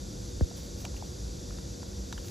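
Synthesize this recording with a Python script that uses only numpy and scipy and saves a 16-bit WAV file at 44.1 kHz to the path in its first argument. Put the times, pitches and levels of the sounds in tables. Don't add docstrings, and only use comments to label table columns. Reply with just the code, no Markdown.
import sys
import numpy as np
from scipy import signal
from scipy.fft import rfft, irfft
from scipy.io import wavfile

SR = 44100
rng = np.random.default_rng(int(sys.argv[2]) if len(sys.argv) > 2 else 0)


def waveform_to_disk(signal):
    frames = np.transpose(np.atleast_2d(signal))
    scaled = np.clip(frames, -1, 1) * 32767
    samples = np.round(scaled).astype(np.int16)
    wavfile.write(sys.argv[1], SR, samples)


N = 101429

SIDE_SPREAD = .5


def undb(db):
    return 10 ** (np.asarray(db) / 20)


def unit(x):
    return x / np.sqrt(np.mean(x ** 2))


def times_s():
    return np.arange(N) / SR


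def age_s(start_s):
    return np.maximum(times_s() - start_s, 0)


def freqs_hz():
    return np.maximum(np.arange(N // 2 + 1) * SR / N, 1)


def colour(points):
    hz, db = np.array(points, float).T
    return undb(np.interp(np.log(freqs_hz()), np.log(hz), db))


def bump(hz, octaves):
    return np.exp(-.5 * (np.log2(freqs_hz() / hz) / octaves) ** 2)


def resonance(hz, width_hz):
    return 1 / (1 + (2 * (freqs_hz() - hz) / width_hz) ** 2)


def noise(gain):
    return irfft(rfft(rng.standard_normal(N)) * gain, N) * np.sqrt(SR / 2)


def stereo(mid, side):
    return np.array([mid + side, mid - side])


def half_sines(events):
    t = times_s()
    return sum(undb(db) * np.sin(np.pi * np.clip((t - start_s) / length_s, 0, 1))
               for start_s, length_s, db in events)


def hum_line(hz, width_hz):
    steadiness = .7
    z = signal.hilbert(noise(resonance(hz, width_hz)))
    return unit(z.real / np.abs(z) ** steadiness)


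def minimum_phase(gain, n):
    bins = np.arange(n // 2 + 1) * N // n
    cepstrum = irfft(np.log(gain[bins] + 1e-3))
    return np.exp(rfft(cepstrum * (1 + np.sign(np.fft.fftfreq(n)))))


def burst(start_s, decay_s, gain):
    n = 4096
    attack_s, crumble_db, crumble_decay_s = .0008, -22, .008
    age = np.arange(n) / SR
    crumble = undb(crumble_db) * np.exp(-age / crumble_decay_s)
    decay = np.exp(-np.maximum(age - attack_s, 0) / decay_s)
    env = np.minimum(age / attack_s, 1) * np.hypot(decay, crumble)
    breaks = rfft(env * rng.standard_normal(n))
    flat = irfft(breaks / np.abs(breaks))
    x = irfft(rfft(np.sqrt(env) * flat) * minimum_phase(gain, n))
    out, first = np.zeros(N + 2 * n), int(start_s * SR)
    out[first:first + n] = x * np.sqrt(np.sum(env ** 2) / np.sum(x ** 2))
    return out[:N]


def rumble():
    # f/Hz, level/dB per Hz
    mid_density = [(18, -100), (30, -82), (42, -63), (58, -57), (75, -62.5), (105, -63.5), (165, -69.5),
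                   (250, -72.5), (360, -73.5), (430, -80.5), (560, -79), (630, -86), (800, -90),
                   (1200, -96.5), (1450, -94.5), (1900, -98.5), (3000, -112)]
    side_density = [(20, -104), (55, -78), (100, -80.5), (160, -84), (350, -83), (430, -85), (550, -80.5),
                    (640, -87.5), (850, -90), (1150, -92.5), (1400, -90), (1900, -101.5), (2400, -118),
                    (3200, -113), (3800, -135)]
    return stereo(noise(colour(mid_density)), noise(colour(side_density)))


def hum():
    # f/Hz, width/Hz, mid level/dB, side level/dB re mid
    lines = [(192.8, 5, -52, -13.5), (290, 13, -60.5, -2), (348, 17, -58, -8), (482.6, 20, -57.5, 1)]
    out = 0
    for hz, width_hz, db, side_db in lines:
        side = undb(side_db) * hum_line(hz, width_hz)
        out = out + undb(db) * stereo(hum_line(hz, width_hz), side)
    return out


def hiss():
    # f/Hz, level/dB per Hz
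    density = [(1000, -110), (2000, -100.5), (2500, -97), (3050, -97), (3600, -87.7), (4100, -90.5),
               (4650, -84.2), (5250, -87.5), (5800, -83.5), (7100, -87.5), (8000, -91.3), (9500, -95.8),
               (12400, -100.5), (13600, -109), (15300, -119)]
    return noise(colour(density))


def swells():
    # start/s, length/s, peak level/dB
    swell_table = [(.17, .1, -41), (.335, .06, -37), (.77, .07, -40), (.885, .12, -39), (1.19, .14, -40.5),
                   (1.49, .1, -37), (1.875, .2, -39), (2.15, .08, -39)]
    return half_sines(swell_table) * hum_line(57, width_hz=10)


def knock():
    start_s = .4088
    sweep_hz, end_hz, fall_s, curve = 960, 39, .00212, 1.44
    tap_db, tap_decay_s, rise_s = -16.5, .006, .0035
    thud_db, thud_peak_s, thud_width_s = -15.3, .0226, .014
    tick_db, tick_hz, tick_decay_s = -37, 1580, .0005
    ring_db, ring_hz, ring_decay_s = -32, 490, .008
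    lead_rad, lead_rise_s = 1.08, .004

    age = age_s(start_s)
    hz = end_hz + sweep_hz / (1 + (age / fall_s) ** curve)
    lead = lead_rad * (1 - np.exp(-(age / lead_rise_s) ** 2)) * np.array([[.5], [-.5]])
    swing = -np.sin(2 * np.pi * np.cumsum(hz * (age > 0)) / SR + lead)
    tap = undb(tap_db) * np.exp(-age / tap_decay_s)
    thud = undb(thud_db) * np.exp(-((age - thud_peak_s) / thud_width_s) ** 2)
    ring = undb(ring_db) * np.exp(-age / ring_decay_s) * np.sin(2 * np.pi * ring_hz * age)
    rise = 1 - np.exp(-age / rise_s)
    mid, side = (burst(start_s, tick_decay_s, bump(tick_hz, octaves=.3)) for _ in range(2))
    tick = undb(tick_db) * stereo(mid, SIDE_SPREAD * side)
    return rise * (swing * (tap + thud) + ring) + tick


def snaps():
    # t/s, decay/s, body f/Hz, body width/octaves, body level/dB,
    # crack f/Hz, crack width/octaves, crack level/dB, bright edge level/dB
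    snap_table = [(0.510, .005, 620, .42, -45, 1500, .3, -60, -70),
                  (0.844, .004, 640, .3, -40, 2600, .3, -58, -62),
                  (0.8503, .003, 1080, .7, -40, 2800, .36, -36.8, -37),
                  (0.862, .005, 860, .35, -47, 2900, .3, -66, -64),
                  (0.941, .005, 950, .55, -51.5, 2900, .3, -64, -66),
                  (0.9635, .008, 2600, .5, -55, 2740, .11, -51.5, -52),
                  (1.261, .004, 1200, .55, -54, 2900, .3, -70, -70),
                  (1.505, .004, 1330, .43, -46.5, 2000, .3, -59, -66),
                  (1.583, .0044, 1280, .43, -48, 2300, .4, -57, -60),
                  (1.828, .0027, 950, .45, -45, 1600, .3, -51, -66),
                  (2.1252, .003, 1200, .7, -36, 3750, .28, -38, -38),
                  (2.1765, .004, 1530, .3, -43, 3070, .11, -45.5, -51),
                  (2.183, .003, 950, .4, -47.5, 3000, .2, -57, -62),
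                  (2.245, .004, 1100, .55, -52.5, 2900, .3, -56, -50),
                  (2.2825, .003, 1800, .55, -56, 3800, .35, -47, -48)]
    # f/Hz, level/dB
    edge_colour = [(2500, -22), (4400, -7), (5200, -7), (6000, 1), (7600, -1), (9500, -3), (12500, -3),
                   (15300, -6)]
    # f/Hz, width/Hz, level/dB
    horn_modes = [(720, 160, 0), (940, 180, 1), (1400, 200, -1), (1700, 180, -1), (2330, 250, -1),
                  (2850, 500, -2), (3820, 380, -2), (4600, 400, -1), (5950, 600, 1), (7500, 600, -1)]
    floor_db = -10
    horn = undb(floor_db) + sum(undb(db) * resonance(hz, width_hz) for hz, width_hz, db in horn_modes)
    edge = horn * colour(edge_colour)
    out = 0
    for (start_s, decay_s, body_hz, body_oct, body_db,
         crack_hz, crack_oct, crack_db, edge_db) in snap_table:
        body = horn * bump(body_hz, body_oct)
        crack = horn * bump(crack_hz, crack_oct)
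        mid = burst(start_s, decay_s, body)
        side = SIDE_SPREAD * burst(start_s, decay_s, body)
        out = out + undb(body_db) * stereo(mid, side)
        out = out + undb(crack_db) * burst(start_s, decay_s, crack)
        out = out + undb(edge_db) * burst(start_s, decay_s, edge)
    return out


def rasp():
    # start/s, length/s, peak level/dB
    pushes = [(0.55, .07, -51.5), (0.602, 0.09, -56), (0.767, .095, -51.5), (0.955, .04, -56),
              (1.03, 0.066, -60), (2.14, .09, -61), (2.225, .12, -51)]
    # f/Hz, relative level/dB
    rasp_colour = [(700, -7), (1500, -6), (2700, -3), (5000, -3), (8000, -1), (11000, -1), (13500, -1),
                   (15300, -4)]
    fibres_per_s, scatter_db = 5000, 3.5
    hits = rng.random(N) < fibres_per_s / SR
    clicks = hits * rng.standard_normal(N) * undb(scatter_db * rng.standard_normal(N))
    return half_sines(pushes) * unit(irfft(rfft(clicks) * colour(rasp_colour), N))


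def tock():
    # t/s, f/Hz, level/dB before the envelope, attack/s, decay/s
    tock_mode = (1.0242, 810, -24, .001, .0017)
    start_s, hz, db, attack_s, decay_s = tock_mode
    lead_rad = -.6
    age = age_s(start_s)
    env = (1 - np.exp(-(age / attack_s) ** 2)) * np.exp(-age / decay_s)
    lead = lead_rad * np.array([[.5], [-.5]])
    return undb(db) * env * np.sin(2 * np.pi * hz * age + lead)


def scene():
    return rumble() + hum() + hiss() + swells() + knock() + snaps() + rasp() + tock()


def record(dry):
    # f/Hz, phase/turns
    port_turns = [(7300, 0), (8000, .22), (9080, .5), (11200, 1), (13200, 1.5), (15300, 2)]
    top_hz = 15350
    hz, turns = np.array(port_turns).T
    half_rad = np.pi * np.interp(freqs_hz(), hz, turns)
    ports = irfft(rfft(dry) * np.exp(1j * np.array([half_rad, -half_rad])), N)
    lowpass = signal.ellip(10, .1, 80, top_hz, fs=SR, output="sos")
    return signal.sosfilt(lowpass, ports)


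dry = scene()
out = record(dry)
waveform_to_disk(out)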